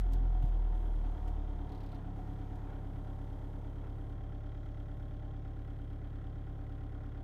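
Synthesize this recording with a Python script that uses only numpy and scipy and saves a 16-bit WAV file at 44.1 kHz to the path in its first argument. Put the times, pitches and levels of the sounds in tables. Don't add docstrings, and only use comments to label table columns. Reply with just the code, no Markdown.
import sys
import numpy as np
from scipy import signal
from scipy.fft import rfft, irfft, next_fast_len
from scipy.io import wavfile
from scipy.ndimage import uniform_filter1d

SR = 44100
rng = np.random.default_rng(int(sys.argv[2]) if len(sys.argv) > 2 else 0)


def ratio(d):
    e = np.asarray(d, float) / 20
    return 10 ** e


def to_wav(sig):
    pcm = np.clip(np.atleast_2d(sig), -1, 1) * 32767
    pcm = np.round(pcm).astype(np.int16)
    wavfile.write(sys.argv[1], SR, pcm.T)


N = 318843
COARSE = 10

CYLINDER_DB = [-1.5, .8, .3, -1.5]
# [t/s, level/dB, half length/s]
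JOLTS = [
    (0.0, 12, .015),
    (1.29, 3, .015),
    (2.7, 4, .04),
    (3.85, 4, .025),
]


def curve(table, column):
    rows = np.array(table)
    return np.interp(np.arange(N) / SR, rows[:, 0], rows[:, column])


def unit(x):
    return x / np.sqrt(np.mean(x ** 2))


def colour(x, points):
    size = next_fast_len(N)
    hz = np.maximum(np.arange(size // 2 + 1) * SR / size, 1)
    f, db = np.transpose(points)
    gain = ratio(np.interp(np.log(hz), np.log(f), db, left=-90, right=-90))
    return irfft(rfft(x, size) * gain, size)[:N]


def ring(x, modes):
    return sum(ratio(db) * signal.lfilter(*signal.iirpeak(hz, hz / width, SR), x) for hz, width, db in modes)


def walk(rate_hz, hop=50):
    k = int(SR / rate_hz / hop)
    held = np.repeat(rng.standard_normal(N // hop // k + 2), k)
    slow = 1.3 * uniform_filter1d(uniform_filter1d(held, k), k)
    return np.interp(np.arange(N) / hop, np.arange(len(slow)), slow)


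def swell(events):
    return sum(db * np.exp(-((np.arange(N) / SR - s) / half) ** 2) for s, db, half in events)


def span(start_s, end_s, edge_s=.02):
    t = np.arange(N) / SR
    return np.clip(np.minimum(t - start_s, end_s - t) / edge_s, 0, 1)


def heard_db(away, near_db, away_db, drift_db_per_s):
    return near_db + away * (away_db - near_db) + drift_db_per_s * np.arange(N) / SR


def cold_db():
    return 1.5 * span(-1, 2.03)


def firings(turn, at, pattern_db, scatter_db):
    count = np.floor(turn - at).astype(int)
    where = np.flatnonzero(np.diff(count) > 0) + 1
    cylinder = count[where] % 4
    scatter = scatter_db * rng.standard_normal(len(where))
    out = np.zeros((4, N))
    out[cylinder, where] = ratio(np.array(pattern_db)[cylinder] + scatter)
    return out


def burst_shape(hits, fade_s):
    return unit(signal.lfilter([1], [1, -np.exp(-1 / (fade_s * SR))], hits.sum(axis=0)))


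def repeat(hits, own, rise_s, fade_s):
    age = np.arange(6000) / SR
    envelope = np.exp(-age / fade_s) * (1 - np.exp(-age / rise_s))
    spectra = rfft(envelope * rng.standard_normal((5, 6000)))
    shakes = irfft(spectra / np.abs(spectra))
    responses = shakes[0] + own * shakes[1:]
    return unit(signal.fftconvolve(hits, responses, axes=1)[:, :N].sum(axis=0))


def rumble(away):
    # [f/Hz, level/dB per Hz]
    rumble_colour = [(30, -24), (55, -1.5), (90, 2.5), (130, 4), (200, -3.5), (270, -4), (340, -7),
                     (420, -39.5)]
    level_db = -64.5 + 3.24 * (3 - away) + 0.65 * walk(9.4)
    return ratio(level_db) * unit(colour(rng.standard_normal(N), rumble_colour))


def hiss(burst, points, gate):
    noise = ratio(0.77 * walk(5.3)) * rng.standard_normal(N)
    return unit(colour((1 + gate * burst) * noise, points))


def air(burst, away):
    # [f/Hz, level/dB per Hz]
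    low_colour = [(2290, -26.5), (3900, -7), (4770, -11), (5230, -9.5), (5610, -10.5), (6550, -10),
                  (7600, -17.5), (9880, -41.5), (16700, -120)]
    # [f/Hz, level/dB per Hz]
    high_colour = [(4470, -27), (7600, -2.5), (9340, 1), (10400, -4.5), (11700, -0.5), (13900, -3),
                   (14600, -1.5), (15500, -20)]
    # [from/s, to/s, level/dB]
    rustles = [
        (0.725, 1.373, 4),
        (2.15, 4.148, 3),
    ]
    rustle_db = sum(db * span(start, end) for start, end, db in rustles)
    low_db = heard_db(away, near_db=-81.5, away_db=-83, drift_db_per_s=-0.44) + 0.57 * rustle_db - 2.0
    high_db = heard_db(away, near_db=-87, away_db=-88, drift_db_per_s=-0.37) + rustle_db
    burst = burst * (0.19 + away)
    return ratio(low_db) * hiss(burst, low_colour, 0.07) + ratio(high_db) * hiss(burst, high_colour, 0.23)


def bump():
    # [peak/dB, f/Hz, width/Hz]
    bumps = [
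        (-25, 115, 60),
        (-46, 270, 12),
        (-47, 270, 12),
        (-50, 168, 7),
        (-49, 285, 14),
        (-51, 265, 12),
        (-52, 176, 5),
    ]
    bump_s = [.4422, .13, .23, .17, .44, 1.06, 2.06]
    age = np.arange(0, N, COARSE) / SR - np.array(bump_s)[:, None]
    db, hz, width = np.transpose(bumps)[:, :, None]
    fade = np.exp(-(3.0 * width * age) ** 2)
    swing = -(ratio(db) * np.cos(2 * np.pi * hz * age) * fade).sum(axis=0)
    return signal.resample_poly(swing, COARSE, 1)[:N]


def rattle():
    rows = []
    for k in range(10):
        weak = k % 4 == 3 or k == 0
        for hz in (3900, 2400):
            rows.append((1.691 + k * .0283, -54 - 4 * weak, hz, -24, 0.069))
    return rows


def trim():
    # [t/s, peak/dB, f/Hz, bright share/dB, t60/s]
    ticks = [(0.0054, -59, 3570, -4, 0.047), (0.121, -59, 2560, -8, 0.065), (0.133, -49.5, 4200, -9, 0.052),
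             (0.1554, -70, 2680, -10, 0.071), (0.4247, -52, 3050, -17.5, 0.098),
             (0.453, -66, 2670, -5, 0.064), (0.479, -60, 2560, -17, 0.15), (1.0464, -54, 2700, -30, 0.12),
             (1.2765, -56.5, 2780, -10, 0.077), (2.5545, -69, 3310, -4.5, 0.07),
             (2.6553, -65, 3290, -18, 0.07), (4.6542, -71, 3060, -10, 0.07),
             (4.9694, -68, 3010, -13, 0.084)]
    # [f/Hz, level/dB per Hz]
    tick_colour = [(2000, -20), (3000, 0), (6000, -2), (9500, -5), (10700, -12), (12000, -4), (15500, -8)]
    out, age = np.zeros(N), np.arange(5000) / SR
    white = rng.standard_normal(N)
    bright = unit(colour(white, tick_colour))
    for s, db, hz, bright_db, t60 in ticks + rattle():
        i = int(s * SR)
        fade = np.exp(-np.log(1000) * age / t60) * np.minimum(age / 0.00097, 1)
        panel = ring(ring(white[i:i + 5000], [(hz, 2600, 0)]), [(hz, 1200, 10)])
        edge = ratio(bright_db + 13.5) * fade ** 1.06 * bright[i:i + 5000]
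        out[i:i + 5000] += ratio(db - 12) * (fade * panel + edge)
    return out


def buzz(turn):
    hits = firings(turn, 0.66, CYLINDER_DB, scatter_db=3.0)
    tick = repeat(hits, own=0.59, rise_s=0.00038, fade_s=0.0032)
    clip = [(8900, 1500, 0)]
    return ratio(-92) * span(.73, 2.1) * unit(ring(ring(tick, clip), clip))


def strike(turn, pattern_db, modes):
    hits = firings(turn, .88, pattern_db, scatter_db=2.5)
    return unit(ring(hits.sum(axis=0), modes))


def ping(turn, away):
    # [f/Hz, width/Hz, level/dB]
    pipes = [(5290, 280, 2), (9300, 600, -5), (11600, 480, -7), (4560, 170, 0), (6570, 200, -2)]
    pattern_db = [-1, 1, 1, -1]
    level_db = heard_db(away, near_db=-101, away_db=-92.5, drift_db_per_s=0)
    return ratio(level_db) * ring(strike(turn, pattern_db, pipes), pipes)


def clack(turn, away):
    # [f/Hz, width/Hz, level/dB]
    cover = [(1989, 76, -2), (1385, 81, -3.5)]
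    pattern_db = [2.5, 4, -5, -3.5]
    level_db = heard_db(away, near_db=-85, away_db=-77, drift_db_per_s=0)
    return ratio(level_db) * ring(strike(turn, pattern_db, cover), [(1900, 500, 0)])


def panel_hum(turn, away):
    # [f/Hz, width/Hz, level/dB]
    panel = [(738, 24, 0)]
    pattern_db = [-5, 0, 2, -3]
    level_db = heard_db(away, near_db=-59.5, away_db=-100, drift_db_per_s=.3)
    return ratio(level_db) * ring(strike(turn, pattern_db, panel), [(739, 80, 0)])


def clatter(turn, away):
    # [f/Hz, level/dB per Hz]
    near_colour = [(200, -37), (340, 2), (398, -3.5), (430, -4), (570, -7.5), (741, -4.5), (808, -7.5),
                   (892, -9.5), (1110, -13), (1250, -20), (1620, -41.5), (2750, -120)]
    # [f/Hz, level/dB per Hz]
    away_colour = [(200, -24.5), (340, -22), (361, -2.5), (387, 2), (531, -6), (583, -2.5), (729, -7),
                   (791, -7.5), (873, -6.5), (1250, -27), (1620, -47), (2750, -120)]
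    # [f/Hz, width/Hz, level/dB]
    near_modes = [(724, 60, -6), (914, 96, 1), (432.6, 17, 2.5)]
    # [f/Hz, width/Hz, level/dB]
    away_modes = [(608, 43, 2), (766, 27, 7), (1069, 23, 10.5)]
    hits = firings(turn, .7, np.zeros(4), scatter_db=.5)
    shake = repeat(hits, own=.55, rise_s=.015, fade_s=.09)
    shake = shake + .4 * rng.standard_normal(N) * ratio(2.7 * walk(17))
    shake = signal.sosfilt(signal.butter(6, 330, "high", fs=SR, output="sos"), shake)
    near = unit(colour(shake + ring(shake, near_modes), near_colour))
    far = unit(colour(shake + ring(shake, away_modes), away_colour))
    level_db = heard_db(away ** 0.22, near_db=-55, away_db=-58, drift_db_per_s=0.15)
    level_db = level_db + 0.86 * swell(JOLTS) + cold_db() - 2.04
    return ratio(level_db) * (np.sqrt(1 - away) * near + np.sqrt(away) * far)


def rap(turn, away):
    # [f/Hz, width/Hz, level/dB]
    bulkhead = [(1317, 150, 4), (1418, 57, 3), (1635, 620, 0.5), (1918, 140, -13.5), (2610, 250, -19)]
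    valve_db = [-14, -18, 0, -25]
    hits = firings(turn, .85, CYLINDER_DB, scatter_db=1.2)
    burst = burst_shape(hits, fade_s=.012)
    clicks = firings(turn, .17, valve_db, scatter_db=1.2)
    valve = away * repeat(clicks, own=1, rise_s=.0003, fade_s=.002)
    shake = repeat(hits, own=1, rise_s=.004, fade_s=.025) + .35 * valve
    shake = shake + (0.62 * burst + 0.59 + .25 * (1 - away)) * rng.standard_normal(N)
    level_db = heard_db(away, near_db=-68, away_db=-69.5, drift_db_per_s=0.18) + swell(JOLTS)
    return ratio(level_db) * unit(ring(ring(shake, bulkhead), [(1560, 1500, 0)]))


def knock(turn, away):
    # [f/Hz, width/Hz, level/dB]
    block = [(3218, 285, 21.5), (3450, 400, 4.5), (3640, 49, -22), (4200, 150, -6.5), (5140, 170, -2.5)]
    injector_db = [-3, -1.5, 4, -1.5]
    ticks = firings(turn, .76, injector_db, scatter_db=1.2)
    hits = ticks + ratio(-2.5) * firings(turn, .94, CYLINDER_DB, scatter_db=1.5)
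    burst = burst_shape(hits, fade_s=.005)
    shake = repeat(hits, own=.9, rise_s=.0015, fade_s=.007)
    shake = shake + (0.63 * burst + 0.5 + .5 * (1 - away)) * rng.standard_normal(N)
    level_db = heard_db(away, near_db=-78.5, away_db=-75, drift_db_per_s=-0.38) + 1.54 * cold_db()
    return ratio(level_db) * unit(ring(ring(shake, block), [(3420, 2200, 0)])), burst


def boom_db(rate, away):
    # [firing rate/Hz, first order/dB, second/dB, third/dB]
    boom = [(34.3, -41.5, -50.5, -47.5), (36.51, -42.5, -49, -46), (35.26, -40.5, -46.5, -52),
            (36.6, -34.5, -41.5, -51.5), (38.16, -30.5, -49, -52.5), (38.1, -32, -44, -67),
            (39.6, -29.5, -45.5, -59.5), (42.7, -28.5, -43.5, -44.5), (42.35, -29.5, -45.5, -58)]
    boom_away_db = [0.6, 0.2, 0.23]
    boom_drift_db_per_s = [-0.53, 0.31, -0.1]
    # [t/s, level/dB, half length/s]
    stumbles = [
        (.82, -1.5, 0.044),
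        (1.18, -10, 0.035),
        (1.7, -5, 0.045),
        (1.98, -2, 0.07),
    ]
    rows = np.array(boom)
    db = []
    for k in range(3):
        response = np.interp(rate, rows[:, 0], rows[:, k + 1])
        db.append(response + heard_db(away, 0, boom_away_db[k], boom_drift_db_per_s[k]))
    db[0] = db[0] + swell(stumbles)
    return db


def order_tone(turn, k, slip):
    group = round(k)
    lead = .1 * (group - 1) ** 2
    beat = (.8 + 4 / 7 * (group - 1)) * (k - group)
    return np.sqrt(2) * np.cos(2 * np.pi * (k * turn + lead + beat + slip))


def orders(turn, rate, rush, away):
    # [multiple of firing rate, near/dB, away/dB]
    weak_orders = [(1.25, -59, -55.5), (1.5, -62, -75.5), (1.75, -71, -94), (2.25, -70, -70.5),
                   (2.5, -61.5, -62.5), (2.75, -70.5, -74.5), (3.25, -75, -78.5), (3.5, -66.5, -75.5),
                   (3.75, -68, -60.5), (4.0, -58.5, -56), (4.25, -79, -90.5), (4.5, -79.5, -68),
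                   (4.75, -73, -77.5), (5.0, -58.5, -64.5), (5.5, -73.5, -71), (6.0, -63.5, -68.5),
                   (7.0, -82, -71.5), (7.25, -92, -73), (7.75, -63.5, -66.5), (8.0, -56, -58.5),
                   (8.25, -65, -69), (8.5, -73, -69), (8.75, -64, -72.5), (9.0, -70, -68.5),
                   (9.5, -68, -66.5),
                   (6.25, -80.5, -85.5), (6.5, -90, -72), (6.75, -75.5, -73), (10.5, -84, -71),
                    (14.5, -77.5, -79.5)]
    boom_turns = [(0, 0), (.12, -.09), (.12, -.1)]
    strong_db = np.array(boom_db(rate, away))[:, ::COARSE]
    turn, rush, away = turn[::COARSE], rush[::COARSE], away[::COARSE]
    out = np.zeros(len(turn))
    for k, (near, far) in enumerate(boom_turns):
        out += ratio(strong_db[k]) * order_tone(turn, k + 1, near + away * (far - near))
    for k, near_db, away_db in weak_orders:
        db = near_db + away * (away_db - near_db) + 0.94 * walk(2.83)[::COARSE]
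        db = db - 4.5 * min(k, 9) * rush
        if k == 5:
            db = db + 5 * 4 * away * (1 - away)
        out += ratio(db) * order_tone(turn, k, .003 * k * walk(2)[::COARSE])
    return signal.resample_poly(out, COARSE, 1, padtype="smooth")[:N]


def scene():
    # [t/s, firing rate/Hz]
    speed = [(0.0, 42.869), (0.25, 41.814), (0.5, 40.204), (0.75, 38.922), (1.0, 37.642), (1.3, 36.664),
             (1.6, 35.743), (1.9, 34.546), (2.3, 35.313), (2.8, 34.815), (3.4, 35.089), (4.0, 35.36),
             (4.6, 35.528), (5.2, 35.447), (5.8, 35.29), (6.5, 35.374), (7.23, 35.325)]
    # [t/s, backed away 0-1]
    backing = [
        (0, 0),
        (2.7, .03),
        (3.1, .55),
        (4.4, 1),
        (7.23, 1),
    ]
    rate = curve(speed, column=1)
    rush = np.maximum(rate / rate[-1] - 1, 0)
    turn = .02 + np.cumsum(rate) / SR
    crank = turn + 1.2 * np.minimum(rush, .14)
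    away = np.clip(curve(backing, column=1), 0, 1)
    knocks, burst = knock(crank, away)
    background = rumble(away) + air(burst, away) + bump() + trim() + buzz(turn)
    rings = ping(crank, away) + clack(crank, away) + panel_hum(crank, away)
    engine = clatter(crank, away) + rap(crank, away) + knocks + orders(turn, rate, rush, away)
    return (background + rings + engine)[None]


def band_limit(x):
    return signal.sosfilt(signal.butter(12, 15650, fs=SR, output="sos"), x)


def record(dry):
    return band_limit(dry)


dry = scene()
out = record(dry)
to_wav(out)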